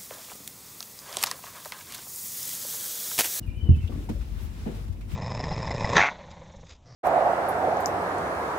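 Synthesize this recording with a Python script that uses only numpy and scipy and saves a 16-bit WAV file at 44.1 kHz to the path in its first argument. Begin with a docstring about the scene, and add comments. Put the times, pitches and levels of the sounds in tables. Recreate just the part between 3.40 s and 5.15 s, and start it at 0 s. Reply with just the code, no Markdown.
"""Clothes swish over upholstery as someone twists round and slides off the front seat of a parked car.
The upholstery squeaks thinly at first; the seat takes the weight with a heavy thump, and limbs bump
the trim and set panels creaking. The shifting weight gives low thuds, most near the left microphone.
Heard close, from a stereo pair on the dashboard of the small dead cabin, with the engine idling low."""
import sys
import numpy as np
from scipy import signal
from scipy.io import wavfile

SR = 44100
rng = np.random.default_rng(int(sys.argv[2]) if len(sys.argv) > 2 else 0)


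def transcribe(signal):
    """Save signal, clipped to [-1, 1], as a 16-bit WAV file at the path in sys.argv[1]."""
    frames = np.atleast_2d(signal).T
    limited = np.clip(frames, -1, 1)
    pcm = np.round(limited * 32767).astype(np.int16)
    wavfile.write(sys.argv[1], SR, pcm)


N = 77175
T = np.arange(N) / SR


def from_db(db):
    """Decibels to gain."""
    return 10 ** (np.asarray(db) / 20)


def unit_rms(x):
    """Scale to rms 1."""
    return x / np.sqrt(np.mean(x ** 2) + 1e-20)


def pan(pan_db):
    """Gains at the two microphones; pan_db is left minus right."""
    return from_db(np.array([[pan_db], [-pan_db]]) / 2)


def at_hz(table, hz):
    """Read a table on a log-frequency axis."""
    table_hz, values = np.array(table).T
    return np.interp(np.log(hz), np.log(table_hz), values)


def drift(rate_hz):
    """Smooth random wander, rms 1."""
    pole = np.exp(-2 * np.pi * rate_hz / SR)
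    wander = signal.lfilter([1], [1, -2 * pole, pole * pole], rng.standard_normal(2 * N))
    return unit_rms(wander[N:])


def envelope(start, end, rise, fall):
    """Smooth rise, hold until the end, then a fall of 20 dB per fall time."""
    up = np.sin(np.pi / 2 * np.clip((T - start) / rise, 0, 1)) ** 2
    return up * from_db(-20 * np.clip((T - end) / fall, 0, 10))


# How alike the two microphones hear the cabin: frequency_hz, correlation
MIC_LIKENESS = [(50, 0.27), (200, 1), (350, 0.59), (600, -0.15), (1200, -0.18), (3000, 0.066),
                (15000, -0.088)]
def stereo(mid, side, hz):
    """Left and right, as alike as the two microphones are at this pitch."""
    alike = np.clip(at_hz(MIC_LIKENESS, hz), -1, 1)
    return np.sqrt(1 + alike) * mid + np.sqrt(1 - alike) * side * [[1], [-1]]


def noise_bands(spectrum, patchy_db, grains_per_s=0, grain_share=0):
    """Centres and half-octave bands of stereo noise and tiny clicks, rms 1 in sum."""
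    edges = 22 * 2 ** np.arange(0, 9.6, .5)
    centres = np.sqrt(edges[1:] * edges[:-1])
    shape = (2, 2, N)  # alternate bands draw on separate mid and side pairs
    clicks = unit_rms(rng.standard_normal(shape) * (rng.random(shape) < grains_per_s / SR))
    white = np.sqrt(1 - grain_share) * rng.standard_normal(shape) + np.sqrt(grain_share) * clicks
    bands = []
    for k, hz in enumerate(centres):
        bandpass = signal.butter(2, edges[k:k + 2], "band", fs=SR, output="sos")
        mid, side = signal.sosfilt(bandpass, white[k % 2])
        gain = from_db(at_hz(spectrum, hz) + patchy_db * drift(21.6))
        bands.append(gain * stereo(mid, side, hz))
    return centres, np.array(bands) / np.std(sum(bands))


def tilted(centres, bands, db_per_octave):
    """Sum the bands, tilted brighter or duller; rms 1."""
    gains = from_db(db_per_octave * np.log2(centres))
    return unit_rms(np.tensordot(gains, bands, 1))


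def cabin_reflections(x, t60_s=.2):
    """Dense, quickly dying reflections, different at each microphone."""
    t = T[:N // 4]
    tails = rng.standard_normal((2, len(t))) * from_db(-60 * t / t60_s)
    tails /= np.sqrt(np.sum(tails ** 2) / 2)
    return signal.fftconvolve(x[None], tails, axes=1)[:, :N]


# Engine tones from inside the car: pitch_hz, level_db
ENGINE_TONES = [(49.5, -39), (99, -47.5), (220, -55)]
# Rumble and hiss all round the microphones: frequency_hz, relative_density_db
CABIN_SPECTRUM = [(25, -35.5), (36, -26), (50, -2), (85, 0.5), (140, -13), (210, -13.5), (300, -19),
                  (450, -28), (800, -33), (1500, -39.5), (3000, -44), (7000, -50), (15500, -52)]
def engine_idle(waver_db=1.2, wander_rad=.25, rumble_db=-39):
    """A wavering engine hum, stronger on the left, over the cabin's rumble and hiss."""
    hum = 0
    for hz, level_db in ENGINE_TONES:
        peak = np.sqrt(2) * from_db(level_db + waver_db * drift(15))
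        hum += peak * np.sin(2 * np.pi * hz * T + wander_rad * drift(2))
    _, bands = noise_bands(CABIN_SPECTRUM, patchy_db=1.5)
    return pan(7) * hum + from_db(rumble_db) * bands.sum(axis=0)


# Seat and trim panels, across both microphones: start_s, centre_hz, width_hz, level_db, fall_s
PANEL_CREAKS = [(.474, 3050, 805, -47, 0.018), (0.496, 303, 80, -44, .025),
                (0.518, 1113, 109, -51.5, 0.074), (0.557, 294, 48.5, -38.5, 0.14),
                (0.687, 870, 168, -40, 0.013), (0.756, 570, 39.6, -49, 0.037), (1.257, 780, 147, -44, .07),
                (1.61, 2540, 1000, -56.5, 0.062), (1.713, 2600, 1000, -54.5, 0.071)]
def panel_creaks(rise_s=.0031):
    """Friction briefly drives one panel resonance at a time."""
    out = 0
    for start, hz, width_hz, level_db, fall in PANEL_CREAKS:
        resonance = signal.butter(2, [hz - width_hz / 2, hz + width_hz / 2], "band", fs=SR, output="sos")
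        mid, side = signal.sosfilt(resonance, rng.standard_normal((2, N)))
        shape = envelope(start, start + 2 * rise_s, rise_s, fall)
        creak = unit_rms(shape * stereo(mid, side, hz))
        out += from_db(level_db) * np.sqrt(np.mean(shape ** 2)) * creak
    return out


# The dull voice of the trim: frequency_hz, relative_density_db
TRIM_SPECTRUM = [(90, -9), (150, 2.5), (220, -2), (310, -6), (420, -14.5), (600, -20.5), (830, -37.5),
                 (1150, -44), (2000, -45.5), (4000, -64), (15000, -110)]
# Contacts around the seat: start_s, level_db, rise_s, fall_s, tilt_db_per_octave, pan_db
LIMB_BUMPS = [(.01, -27, 0.0053, 0.0085, -9.5, -2), (0.213, -38.5, 0.061, 0.14, 4, 1),
              (0.284, -40, 0.0076, .045, 3, -4), (0.494, -35.5, 0.0019, 0.075, 3, 6.5),
              (0.517, -37.5, .006, 0.023, 4.7, -1), (.545, -36.5, 0.016, 0.057, -.5, 2),
              (0.586, -45, .012, 0.11, 5.7, -4), (0.689, -27, 0.0046, 0.057, 3.5, 0.5),
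              (0.752, -50, 0.016, 0.25, -2, 0), (1.25, -30, 0.026, 0.098, 4.5, 3.5),
              (1.364, -46.5, 0.0085, 0.067, 6.5, 5)]
def trim_bumps():
    """Limbs bump and scuff softly against hollow trim."""
    centres, bands = noise_bands(TRIM_SPECTRUM, patchy_db=.5, grains_per_s=500, grain_share=.34)
    out = 0
    for start, level_db, rise, fall, tilt, pan_db in LIMB_BUMPS:
        shape = envelope(start, start + rise, rise, fall)
        out += from_db(level_db) * pan(pan_db) * shape * tilted(centres, bands, tilt)
    return out


# Thuds and hollow knocks, most near the left microphone: start_s, level_db, pitch_hz, pan_db
WEIGHT_THUDS = [(0.071, -26, 85.5, 16), (.165, -30, 94.2, 10.5), (0.223, -20.5, 75.6, 12.5),
                (0.431, -19, 83.4, 8), (0.517, -24, 79.3, 10), (0.574, -26, 79.4, 6),
                (0.695, -25.5, 229.2, 3), (.699, -32, 110, -18), (.745, -23, 55.4, 6),
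                (0.788, -21, 60.5, 6), (0.909, -30, 60, 16.5), (0.953, -28.5, 70.5, 18),
                (1.026, -30.5, 75, 18), (1.26, -22.5, 210.2, -2), (1.489, -31.5, 91.8, 25.5),
                (1.728, -34.5, 108.5, 34)]
def weight_thuds(rise_s=.0084, fall_s=.051):
    """Each shift of weight gives a few cycles of damped boom."""
    out = 0
    for start, level_db, hz, pan_db in WEIGHT_THUDS:
        shape = envelope(start, start + rise_s, rise_s, fall_s)
        out += from_db(level_db) * pan(pan_db) * shape * np.sin(2 * np.pi * hz * (T - start))
    return out


# The front seat takes the weight: start_s, level_db
SEAT_BLOWS = [(0.2859, -8), (0.3078, -18.5), (0.363, -22)]
# Seat and cabin modes at the dashboard: pitch_hz, gain_db, t60_s, pan_db
SEAT_MODES = [(82.1, 5.5, 0.21, -3.5), (120.3, -2.5, 0.19, 14), (189.8, -9.5, 0.1, 1.5),
              (219.9, -9, .15, 5), (334, -19.5, 0.13, 9), (371, -35.5, .08, 1)]
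def seat_thumps(rise_s=.008):
    """Cushioned blows swell quickly into the low modes of the seat."""
    out = 0
    for start, level_db in SEAT_BLOWS:
        age = np.maximum(T - start, 0)
        swell = np.sin(np.pi / 2 * np.minimum(age / rise_s, 1)) ** 2
        for hz, gain_db, t60, pan_db in SEAT_MODES:
            ring = from_db(level_db + gain_db - 60 * age / t60) * np.cos(2 * np.pi * hz * age)
            out += pan(pan_db) * swell * ring
    return out


# Squeaks on the seat: start_s, length_s, first_hz, middle_hz, last_hz, level_db, roughness, pan_db
SEAT_SQUEAKS = [(.024, 0.021, 2960, 2860, 2900, -56.5, 0.37, 2),
                (0.055, .11, 2860, 2788, 2900, -64, 0.76, 3),
                (0.063, .06, 2620, 2363, 2560, -57.5, 0.3, -8),
                (0.127, 0.093, 2515, 2445, 2300, -62, 0.8, -1),
                (0.157, 0.096, 2976, 3010, 3056, -55, .2, 4.5),
                (0.203, 0.041, 2995, 3042, 2965, -55, 0.02, -3.5),
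                (0.254, 0.049, 2980, 2977, 2905, -52.5, 0.15, 7.5),
                (0.286, 0.12, 3030, 3002, 3056, -58.5, .45, 6),
                (0.288, .09, 2938, 2710, 2343, -56, .5, -7.5), (.365, 0.1, 2296, 2150, 2310, -62.5, 1, -6),
                (.395, .065, 2780, 2656, 2600, -58.5, 0.86, -2)]
def upholstery_squeaks(pitch_jitter=.042, flutter_db=.5, reflections_db=3.5):
    """Stick and slip on the upholstery: thin gliding tones with unsteady pitch."""
    out = 0
    for start, length, first_hz, middle_hz, last_hz, level_db, roughness, pan_db in SEAT_SQUEAKS:
        progress = np.clip((T - start) / length, 0, 1)
        glide = np.polyfit([0, .5, 1], [first_hz, middle_hz, last_hz], 2)
        hz = np.polyval(glide, progress) * (1 + pitch_jitter * roughness * drift(250))
        arch = np.sqrt(np.abs(np.sin(np.pi * progress)))
        gain = arch * from_db(level_db + flutter_db * drift(60))
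        tone = gain * np.sin(2 * np.pi * np.cumsum(hz) / SR)
        out += pan(pan_db) * (tone + from_db(reflections_db) * cabin_reflections(tone))
    return out


# Cloth rubbing at close range: frequency_hz, relative_density_db
CLOTH_SPECTRUM = [(250, -5.5), (600, 0), (1100, 2), (1700, 0), (2600, 1), (4500, -3), (7000, -5),
                  (8200, -11.5), (10500, -5), (15500, -9.5)]
# Slides across the front seat: start_s, end_s, rise_s, fall_s, level_db, tilt_db_per_octave, pan_db
CLOTH_SLIDES = [(.352, .368, .012, 0.069, -56.5, -0.5, 1.5), (0.399, 0.472, 0.03, 0.023, -58, -1, -1),
                (0.471, 0.648, .05, 0.11, -54.5, -1, 2), (0.695, 0.923, 0.024, 0.18, -57.5, -0.5, 1.5),
                (0.911, 1.032, 0.095, 0.27, -52.5, -2.5, 1), (.99, 1.056, .05, .04, -60, 15, -2),
                (1.054, 1.321, 0.18, 0.17, -54, -1.3, 2.5), (1.32, 1.424, 0.043, 0.2, -55, -2.5, 2.5),
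                (1.66, 1.74, 0.069, 0.07, -49.5, -1.1, 0.5)]
# Folds flicking: peak_s, level_db, fall_s, tilt_db_per_octave, pan_db
FOLD_FLICKS = [(0.065, -62.5, 0.038, 6.5, -3), (.438, -65, 0.035, 3, 6), (0.476, -56, 0.017, 0, 5),
               (0.693, -44.5, 0.031, -1.5, 0), (0.811, -51, 0.06, -2.5, 0),
               (1.481, -57.5, 0.0067, -1.5, -14), (1.527, -57.5, 0.039, -0.5, 1), (1.611, -54, .02, -1, -3)]
def cloth_swishes(flick_rise_s=.004):
    """Fibres catch and slip: long swishes and short flicks of a fold."""
    flicks = [(peak - flick_rise_s, peak + flick_rise_s, flick_rise_s, fall, level_db, tilt, pan_db)
              for peak, level_db, fall, tilt, pan_db in FOLD_FLICKS]
    out = 0
    for strokes in (CLOTH_SLIDES, flicks):
        centres, bands = noise_bands(CLOTH_SPECTRUM, patchy_db=.8, grains_per_s=1700, grain_share=.13)
        for start, end, rise, fall, level_db, tilt, pan_db in strokes:
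            shape = envelope(start, end, rise, fall)
            out += from_db(level_db) * pan(pan_db) * shape * tilted(centres, bands, tilt)
    return out


def scene():
    """Everything heard from the dashboard."""
    seat = cloth_swishes() + upholstery_squeaks() + seat_thumps() + weight_thuds()
    return seat + trim_bumps() + panel_creaks() + engine_idle()


def record(dry):
    """The microphones lose the deepest bass; the top is cut steeply."""
    low_cut = signal.butter(8, 29.2, "high", fs=SR, output="sos")
    high_cut = signal.ellip(10, .1, 80, 15800, fs=SR, output="sos")
    return signal.sosfilt(high_cut, signal.sosfilt(low_cut, dry))


dry = scene()
out = record(dry)
transcribe(out)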